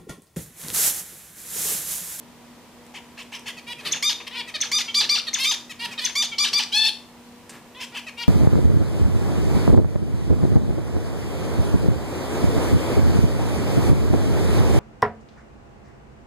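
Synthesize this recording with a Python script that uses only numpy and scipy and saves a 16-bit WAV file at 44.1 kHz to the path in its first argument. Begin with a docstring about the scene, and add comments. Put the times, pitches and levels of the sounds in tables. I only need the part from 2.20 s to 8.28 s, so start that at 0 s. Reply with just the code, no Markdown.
"""First you hear a faint appliance hum and soft room air; then claws tick and a male zebra finch rasps.
He sings four runs of his motif (chips, a nasal note, a plunging whistle, loud high notes), one long call,
then soft notes again. Buzzing calls overlap him. His voice is a stack of harmonics, clean or chaotic, coloured
by throat and beak. Hum is wavering tones; air, ticks and scuffs are coloured noise. Cage and small room answer."""
import sys
import numpy as np
from scipy import signal
from scipy.fft import rfft, irfft, next_fast_len
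from scipy.io import wavfile

SR = 44100
rng = np.random.default_rng(int(sys.argv[2]) if len(sys.argv) > 2 else 0)


def to_wav(sig):
    """Store sig (one row per channel, or 1-D mono) as 16-bit WAV at the path in sys.argv[1].

    Samples outside -1..1 are clipped; the rate is SR.
    """
    pcm = np.clip(np.atleast_2d(sig), -1, 1) * 32767
    pcm = np.round(pcm).astype(np.int16)
    wavfile.write(sys.argv[1], SR, pcm.T)  # frames by channels


N = 268128
EDGE_HZ = 15500  # top of the sound's frequency range


def amp(db):
    """Turns decibels into gain."""
    return 10 ** (np.asarray(db) / 20)


def unit(x):
    """Scales a signal to an rms of 1."""
    return x / np.sqrt(np.mean(x ** 2) + 1e-20)


def read(points, hz):
    """Reads a table between its points, on a log-frequency axis."""
    point_hz, value = np.transpose(points)
    return np.interp(np.log(hz + 1), np.log(point_hz + 1), value)


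def add(mix, start_s, sound):
    """Mixes a sound in at its start time, cut off at the end of the mix."""
    part = mix[..., max(round(start_s * SR), 0):][..., :sound.shape[-1]]
    part += sound[..., :part.shape[-1]]


def noise(colour, size):
    """Random noise filtered to the given spectrum, with an rms of 1."""
    spectrum = rfft(rng.standard_normal(size))
    gain = amp(read(colour, np.fft.rfftfreq(size, 1 / SR)))
    return unit(irfft(spectrum * gain, size))


def wander(hz, size):
    """Random drift, mostly no faster than about hz."""
    length = next_fast_len(size + 4096)
    f = np.fft.rfftfreq(length, 1 / SR)
    slow = rfft(rng.standard_normal(length)) * np.exp(-(f / hz) ** 2)
    return unit(irfft(slow, length))[:size]


def pair(a, b, likeness):
    """Turns two unrelated signals into a left and a right that are partly alike."""
    same = np.clip(read(likeness, np.fft.rfftfreq(len(a), 1 / SR)), 0, 1)
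    mid = rfft(a) * np.sqrt((1 + same) / 2)
    side = rfft(b) * np.sqrt((1 - same) / 2)
    return irfft(np.array([mid + side, mid - side]), len(a))


# Tones of the appliance hum: f/Hz, level/dB, wavering share
HUM_TONES = [(239.4, -52, 0.32), (481, -63, 1), (968, -64.5, 0.42)]
# Colour of the room air, before AIR_DB sets its loudness: f/Hz, relative level per Hz/dB
AIR_COLOUR = [(15, -56), (25, -21), (43, -16), (169, -9), (233, -8), (331, -10.5), (482, -13.5),
              (614, -13.5), (1020, -14.5), (1530, -21.5), (1900, -19.5), (3720, -24), (7910, -28.5),
              (14300, -34.5), (15500, -33)]
# How alike the air sounds in both ears: f/Hz, left-right likeness (0 to 1)
AIR_LIKENESS = [(40, 0.56), (150, 0.73), (700, 0.84), (2000, 0.62), (6000, 0.094), (14000, 0.11)]
AIR_DB = -49


def background(waver_hz=9):
    """An appliance hums in tones of wavering strength and phase, over the soft rush of room air."""
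    t = np.arange(N) / SR
    hum = np.zeros(N)
    for hz, db, share in HUM_TONES:
        drift = 1 + share * (wander(waver_hz, N) + 1j * wander(waver_hz, N)) / np.sqrt(2)
        tone = (drift * np.exp(2j * np.pi * hz * t)).real
        hum += amp(db) * unit(tone)
    air = pair(noise(AIR_COLOUR, N), noise(AIR_COLOUR, N), AIR_LIKENESS)
    return hum + amp(AIR_DB) * air


# First echoes off cage tray and walls: delay t/s, left gain, right gain
ECHOES = [(.0011, 0.092, 0.094), (.0023, 0.11, 0.2), (.0072, 0.18, 0.12)]
# Time the room's tail takes to fall by 60 dB: f/Hz, t/s
TAIL_T60 = [(200, 0.97), (1500, 0.37), (4000, 0.32), (8000, 0.38), (15000, 0.36)]
# How alike the tail is in both ears: f/Hz, left-right likeness (0 to 1)
TAIL_LIKENESS = [(300, 0.97), (1400, 1), (2800, 0.91), (6000, 0.69), (12000, 0.13)]
TAIL_DB = -6


def room(x, onset_s=0.002):
    """Direct sound, a few near echoes, and a short tail that fades at its own speed in each band."""
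    hz, t, cells = signal.stft(rng.standard_normal((2, SR // 2)), SR, nperseg=256)
    fading = amp(-60 * t / read(TAIL_T60, hz)[:, None])
    a, b = signal.istft(cells * fading, SR, nperseg=256)[1]
    rise = np.minimum(np.arange(len(a)) / SR / onset_s, 1) ** 2
    tail = pair(a, b, TAIL_LIKENESS) * rise
    response = amp(TAIL_DB) * tail / np.linalg.norm(tail[0])
    response[:, 0] += 1  # direct sound
    for delay_s, left, right in ECHOES:
        response[:, round(delay_s * SR)] += [left, right]
    return signal.fftconvolve(x, response, axes=1)[:, :N]


# Claw ticks on the swing, levels before the room: t/s, level/dB, decay/s
TICKS = [(0.665, -45, 0.0025), (1.03, -40, 0.0019), (1.193, -39, 0.0031), (5.294, -37.5, 0.014)]
# Colour of a tick: f/Hz, relative level/dB
TICK_COLOUR = [(300, -20), (1500, 6), (5000, 3.5), (8500, 9.5), (15000, -14)]
# Soft scuffs as he shifts on the swing, levels before fading in and out: t/s, length/s, level/dB
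SCUFFS = [(1.582, 0.21, -39), (2.782, 0.11, -39), (3.598, 0.22, -45.5), (4.293, 0.1, -41),
          (5.271, 0.15, -45.5)]
# Colour of a scuff: f/Hz, relative level/dB
SCUFF_COLOUR = [(60, -22), (150, -5.5), (350, -4.5), (700, -9.5), (2000, -7.5), (6000, -21), (15000, -28)]


def swing():
    """Claws tick on the perch as dying noise; feet scuff as noise that swells and fades."""
    out, t = np.zeros(N), np.arange(4096) / SR
    for start_s, db, decay_s in TICKS:
        add(out, start_s, amp(db) * noise(TICK_COLOUR, len(t)) * np.exp(-t / decay_s))
    for start_s, length_s, db in SCUFFS:
        size = int(length_s * SR)
        add(out, start_s, amp(db) * noise(SCUFF_COLOUR, size) * np.hanning(size))
    return out


# Strength of the scatter off the cage wires, against the direct sound: f/Hz, level/dB
SCATTER = [(300, -32), (1200, -49), (2400, -13), (4500, -4.5), (8000, -6.5), (15000, -3)]
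# How alike the scatter is in both ears: f/Hz, left-right likeness (0 to 1)
SCATTER_LIKENESS = [(300, .98), (1400, 1), (2400, 0.3), (6000, .05), (12000, .02)]


def cage(x, decay_s=0.0034, size=1024):
    """Wires and twigs scatter the treble, anew for each turn of the head (every note); energy is kept."""
    a, b = rng.standard_normal((2, size)) * np.exp(-np.arange(size) / SR / decay_s)
    scatter = rfft(pair(a, b, SCATTER_LIKENESS)) / np.linalg.norm(a)
    gain = amp(read(SCATTER, np.fft.rfftfreq(size, 1 / SR)))
    paths = (1 + gain * scatter) / np.sqrt(1 + gain ** 2)
    response = irfft(paths, size) * np.hanning(2 * size)[size:]
    out = signal.fftconvolve(x[None], response, axes=1)
    return out * np.sqrt(2) * np.linalg.norm(x) / np.linalg.norm(out)


# Kinds of syllable, each one push of air; columns are named settings, before a note's stretch and pitch factor:
# times t/s (hold, fall, rise, attack), pitch f/Hz (start, top, end), throat resonance f/Hz (early, late),
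# level/dB (swell, end, dip), roughness (0 clean, 1 chaotic), curves of the fall (sag: pitch, fade: level)
RASP = dict(hold_s=.01, fall_s=.048, start_hz=624, top_hz=900, end_hz=454.4, rise_s=.004, sag=.45, attack_s=0.013, end_db=-2, dip_db=-3, rough=.5, end_rough=0.28, throat_hz=2800, late_throat_hz=3000)
CHIP = dict(hold_s=.02, fall_s=0.014, start_hz=672.6, top_hz=624, end_hz=515, sag=1.3, attack_s=0.0036, swell_db=7, end_db=-5.5, rough=0.14, end_rough=0.13, throat_hz=2330, late_throat_hz=2510)
NASAL = dict(hold_s=.058, fall_s=.014, start_hz=455.3, top_hz=487, end_hz=431, rise_s=0.0295, sag=1.16, attack_s=.012, swell_db=7, end_db=-0.5, rough=0.076, end_rough=0.092, throat_hz=2570, late_throat_hz=2880)
BUZZ = dict(hold_s=.048, fall_s=0.033, start_hz=494, top_hz=559.5, end_hz=518, rise_s=.016, sag=1.29, attack_s=0.0021, swell_db=4.5, end_db=1.5, rough=0.021, end_rough=.15, throat_hz=3180, late_throat_hz=3220)
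MEW = dict(hold_s=0.02, fall_s=0.017, start_hz=458.6, top_hz=451.6, end_hz=420, sag=1.5, attack_s=.008, swell_db=2, end_db=-13, rough=0.12, end_rough=.12, throat_hz=3050, late_throat_hz=3100)
PLUNGE = dict(hold_s=.007, fall_s=.036, start_hz=3453, top_hz=3604, end_hz=764, sag=.56, attack_s=0.00054, end_db=-14.5, fade=0.31, rough=.16, end_rough=0.37, throat_hz=3300, late_throat_hz=870)
HIGH = dict(hold_s=.071, fall_s=.038, start_hz=987.4, top_hz=1207.3, end_hz=601, rise_s=.012, sag=.52, attack_s=0.0038, swell_db=2.5, end_db=-7, dip_db=2, onset_rough=0.56, rough=0.046, end_rough=0.79, throat_hz=2170, late_throat_hz=3420)
SHRILL = dict(hold_s=.063, fall_s=.05, start_hz=929.5, top_hz=1186.7, end_hz=588, rise_s=.008, sag=.55, attack_s=0.0078, end_db=-9, dip_db=3.5, onset_rough=1, rough=0.082, end_rough=1, throat_hz=4700, late_throat_hz=3950)
CHIRP = dict(hold_s=0.0201, fall_s=0.0102, start_hz=660, top_hz=576, end_hz=517, rise_s=.02, sag=1.8, attack_s=0.0028, swell_db=8.5, end_db=-10, rough=.17, end_rough=0.34, throat_hz=4050, late_throat_hz=4170)
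SQUEAK = dict(hold_s=0.0033, fall_s=0.0045, start_hz=2010, top_hz=2170, end_hz=2250, attack_s=0.0011, end_db=-10, rough=0.15, end_rough=.4, throat_hz=6100, late_throat_hz=6300)
WHISTLE = dict(hold_s=.0065, fall_s=.005, start_hz=5100, top_hz=6734, end_hz=4800, rise_s=0.00308, sag=1.22, attack_s=0.0011, swell_db=4.5, end_db=-11.5, rough=0.016, end_rough=.15, throat_hz=6160, late_throat_hz=6200)
GRUNT = dict(hold_s=.008, fall_s=0.018, start_hz=520, top_hz=650, end_hz=364, rise_s=0.0036, attack_s=.008, end_db=-2, rough=.35, end_rough=0.34, throat_hz=2900, late_throat_hz=3340)
# The voice catches, the throat shifts, the air stops; all before a note's stretch
CATCH_S, THROAT_MOVE_S, RELEASE_S = 0.0077, 0.048, 0.0014


def gesture(hold_s, fall_s, start_hz, top_hz, end_hz, attack_s, end_db, rough, end_rough,
            throat_hz, late_throat_hz, rise_s=0.01024, sag=.72, swell_db=0, fade=1, dip_db=0, onset_rough=0):
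    """Attack, hold, fall: as air gives out, pitch, level and roughness move to their end values.

    Rows: t/s, f/Hz, level/dB, roughness, throat f/Hz."""
    t = np.linspace(0, hold_s + fall_s, 200)
    held = np.minimum(t / hold_s, 1)
    fall = np.clip((t - hold_s) / fall_s, 0, 1)
    settling_hz = top_hz + (start_hz - top_hz) * np.exp(-t / rise_s)
    hz = settling_hz * (end_hz / top_hz) ** (fall ** sag)
    air = np.clip(np.minimum(t / attack_s, (t[-1] - t) / RELEASE_S), 1e-2, 1)
    level_db = 20 * np.log10(air) + swell_db * (held - 1)
    level_db += end_db * fall ** fade - dip_db * np.sin(np.pi * fall) ** 2
    catch = onset_rough * np.exp(-(t / CATCH_S) ** 2)
    roughness = rough + catch + (end_rough - rough) * fall ** sag
    moved = np.sin(np.pi / 2 * np.minimum(t / THROAT_MOVE_S, 1)) ** 2
    throat = throat_hz + (late_throat_hz - throat_hz) * moved
    return np.transpose([t, hz, level_db, roughness, throat])


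# The long call, with the same columns as the kinds of syllable: times t/s, pitch f/Hz, level/dB, roughness
CALL = dict(hold_s=.16, fall_s=.026, start_hz=708, top_hz=891, end_hz=807, rise_s=.024, sag=2.1, attack_s=.024, swell_db=1, end_db=-4.5, onset_rough=0.76, rough=0.09, end_rough=0.29, throat_hz=3000, late_throat_hz=3670)
# Late in the call the voice cracks and turns rough; times are before the note's stretch
CRACK_S, CRACK_SPREAD_S, CRACK_ROUGH = 0.118, .004, 0.2
QUAVER_HZ, QUAVER_DEPTH = 30, .018  # before stretch; depth is the share of pitch at the end of the hold


def long_call():
    """A held note whose pitch quavers more and more; late on, the voice cracks into roughness."""
    t, hz, level_db, rough, throat = gesture(**CALL).T
    growth = QUAVER_DEPTH * t / CALL["hold_s"]
    quaver = growth * np.cos(2 * np.pi * QUAVER_HZ * (t - CALL["hold_s"]))
    cracked = (1 + np.tanh((t - CRACK_S) / CRACK_SPREAD_S)) / 2
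    return np.transpose([t, hz * (1 + quaver), level_db, rough + CRACK_ROUGH * cracked, throat])


# Colour of windpipe and beak in each posture: f/Hz, relative level/dB
SHUT = [(450, -40), (850, 2.5), (1400, -12.5), (2100, 1.5), (3100, -4), (4200, -6.5), (5500, -8.5),
        (7500, -14), (11000, -21), (15000, -27)]
AJAR = [(500, -19.5), (1000, -4), (1450, -12), (2000, 2), (3000, -1.5), (4300, -1), (5200, -7.5),
        (7000, -19.5), (8500, -19.5), (10500, -22), (15000, -31.5)]
OPEN = [(550, -26), (820, -4.5), (1150, -8), (1500, -3.5), (2300, -2), (3600, 0.5), (4800, 2), (6200, -2),
        (7200, -10), (8400, -17.5), (9600, -17.5), (12000, -22), (15000, -34)]
WIDE = [(500, -36), (875, -9), (1750, -7.5), (2600, -1.5), (4400, 0.5), (5250, -6), (6200, -17),
        (8700, -23.5), (10000, -23.5), (12000, -35), (13500, -36), (15000, -33)]
PINCHED = [(450, -35), (900, -13), (1350, -12), (1800, -18), (2220, 5), (2650, -10.5), (3100, 4),
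           (3600, -8), (5000, -16), (8000, -32), (15000, -36)]
GAPING = [(550, -40), (820, -7), (1150, -12.5), (1500, -4), (2300, -7), (3000, 7.5), (3600, -3.5),
          (4800, 1.5), (6000, -4.5), (7200, -12), (8400, -16.5), (9600, -19.5), (12000, -24.5),
          (15000, -33)]
# High notes are nearly pure: pitch f/Hz, level lost per octave of overtones/dB
PURITY = [(1150, 0), (1800, 4.5), (6000, 0.5)]
THROAT_DB, THROAT_OCTAVES = 7.5, 0.23  # height and width of the throat resonance


def syllable(rows, beak, db, stretch, pitch, bright_db, jitter=0.047, jitter_hz=700, waver=0.0093,
             shimmer=0.19, rasp=1.0, fray=0.54, fray_hz=11000, dispersion=1.34):
    """The syrinx buzzes, cleanly or chaotically; throat and beak weight its harmonics."""
    s, *columns = np.transpose(rows)
    s = np.maximum.accumulate(s) * stretch
    t = np.arange(0, s[-1], 1 / SR)
    size = len(t)
    hz, level_db, rough, throat = (np.interp(t, s, column) for column in columns)
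    hz, rough = hz * pitch, np.clip(rough, 0, 1)
    unsteady = jitter * rough * wander(jitter_hz, size) + waver * wander(184, size)
    turns = np.cumsum(hz * (1 + unsteady)) / SR  # vibration cycles so far

    k = np.arange(1, int(EDGE_HZ / hz.min()) + 1)[:, None]  # harmonic numbers
    octaves = np.log2(k * hz / throat)
    throat_db = THROAT_DB * np.exp(-(octaves / THROAT_OCTAVES) ** 2)
    slope_db = (bright_db - read(PURITY, hz)) * np.log2(k)
    # single harmonics swell and fade as the throat moves
    flutter_db = 3 * np.array([wander(70, size) for _ in k])
    weight = amp(read(beak, k * hz) + throat_db + slope_db + flutter_db) * (k * hz < EDGE_HZ)
    weight /= np.sqrt((weight ** 2).sum(0) / 2)

    # in chaotic vibration each harmonic changes size and phase from cycle to cycle
    cycles = np.arange(int(turns[-1]) + 2)
    chance = rng.standard_normal((len(k), len(cycles), 2)) @ [1, 1j]
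    chaos = np.array([np.interp(turns, cycles, row) for row in chance])
    # the top harmonics always fray
    share = np.clip(rough + fray * np.minimum(k * hz / fray_hz, 1) ** 2, 0, 1)
    # the windpipe shifts each harmonic a little, which blunts the pulses
    angle = 2 * np.pi * k * turns + dispersion * rng.standard_normal(k.shape)
    partials = (np.sqrt(1 - share ** 2) + rasp * share * chaos) * np.exp(1j * angle)
    voice = (weight * partials.real).sum(0) * (1 + shimmer * rough * wander(580, size))
    return voice * amp(level_db + db) * signal.windows.tukey(size, .03)


def caged(notes):
    """Mixes notes at their start times, each scattered by the cage in its own way."""
    out = np.zeros((2, N))
    for start_s, sound in notes:
        add(out, start_s, cage(sound))
    return out


# Flat buzzing calls that overlap the song, likely from a cage mate:
# t/s, level/dB, time stretch, pitch factor, brightness per octave/dB
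BUZZES = [(2.11, -36, 1, 0.92, -3), (3.186, -23, 0.94, 0.98, 4.5), (3.805, -29, .75, 0.9, 3.5),
          (5.546, -41, 1, 0.92, -6), (5.72, -42, .6, .88, -7.5)]


def buzzing_calls():
    """Flat buzzes from a slightly open beak, made by the same kind of voice."""
    return caged((s, syllable(gesture(**BUZZ), AJAR, *how)) for s, *how in BUZZES)


# His motif, before each run's stretch and level:
# name, t/s from the squeak, kind of syllable, beak, level/dB, brightness per octave/dB
MOTIF = [("first chip", -.346, CHIP, SHUT, -33, -0.17), ("nasal", -.25, NASAL, AJAR, -26.5, 0.57),
         ("second chip", -.131, CHIP, SHUT, -33.5, -.5), ("chirp", -.0645, CHIRP, AJAR, -23, -.7),
         ("squeak", 0, SQUEAK, OPEN, -28.5, 1), ("whistle", .0065, WHISTLE, OPEN, -16.5, 0.74),
         ("plunge", .016, PLUNGE, OPEN, -22, -1.4), ("grunt", .046, GRUNT, AJAR, -36, 1),
         ("high", 0.11, HIGH, OPEN, -20, 1.5), ("mew", .272, MEW, PINCHED, -29, -0.94),
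         ("first shrill", .338, SHRILL, GAPING, -18.5, 0),
         ("second shrill", .4855, SHRILL, GAPING, -19, 0.16)]
# The stretch of motif he sings each time:
# t/s of the squeak, first name, last name, time stretch, pitch factor, lead-in level/dB, level/dB
RUNS = [(1.7132, "first chip", "high", 1.0, 1.005, -4.5, 0.5),
        (2.404, "second chip", "second shrill", 1, 1.004, -1, 0.64),
        (3.1309, "chirp", "high", 1, 1.016, -1.5, 0.5),
        (3.841, "first chip", "second shrill", 1.004, .996, -0.5, -0.07)]


def motif_runs():
    """Each run plays part of the motif at its own pace, pitch and effort; yields (start time, sound)."""
    names = [row[0] for row in MOTIF]
    for squeak_s, first, last, stretch, pitch, lead_db, run_db in RUNS:
        part = MOTIF[names.index(first):names.index(last) + 1]
        for _, offset_s, kind, beak, db, bright_db in part:
            effort_db = lead_db if offset_s < 0 else run_db
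            sound = syllable(gesture(**kind), beak, db + effort_db, stretch, pitch, bright_db)
            yield squeak_s + offset_s * stretch, sound


# Single syllables before, between and after the runs:
# t/s, kind of syllable, beak, level/dB, time stretch, pitch factor, brightness per octave/dB
SINGLES = [(.736, RASP, SHUT, -39, 0.95, 0.99, -2), (0.969, RASP, SHUT, -39, .98, 1.03, -1),
           (1.116, RASP, SHUT, -36, 1.01, 1, 0), (1.255, RASP, SHUT, -33.5, 0.98, 1.05, 0.5),
           (1.647, RASP, AJAR, -31.5, 0.86, 1.05, 4.5), (1.998, RASP, AJAR, -38, 0.4, .8, -6.5),
           (2.066, RASP, AJAR, -33, 0.37, 0.97, 0.5), (2.14, NASAL, AJAR, -29, 1.07, 1.0, -1),
           (5.598, RASP, SHUT, -34.5, .94, 1.01, 1.6), (5.74, RASP, SHUT, -33.5, 1.05, 1.02, -0.5),
           (5.864, CHIP, SHUT, -32.5, 1.02, 1.0, -2.5), (5.97, NASAL, AJAR, -29, 1.01, .99, 0)]
# The long call that ends the song: t/s, level/dB, brightness per octave/dB
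LAST_CALL = (4.516, -18.5, 3.1)


def finch():
    """The bird's pushes of air: single syllables, runs of the motif and the long call."""
    notes = [(s, syllable(gesture(**kind), *how)) for s, kind, *how in SINGLES]
    notes += motif_runs()
    call_s, db, bright_db = LAST_CALL
    notes.append((call_s, syllable(long_call(), WIDE, db, 0.98, 0.99, bright_db)))
    return caged(notes)


def scene():
    """Birds and swing in the room, nearly straight ahead, over hum and room air."""
    in_room = room(swing() + buzzing_calls() + finch())
    balance_db = [[-.4], [-1.1]]  # left, right
    return background() + in_room * amp(balance_db)


def record(dry):
    """The recorder's band limit: a steep filter that removes what lies above EDGE_HZ."""
    low_pass = signal.firwin(511, EDGE_HZ, window=("kaiser", 9), fs=SR)
    return signal.oaconvolve(dry, low_pass[None], "same")


dry = scene()
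out = record(dry)
to_wav(out)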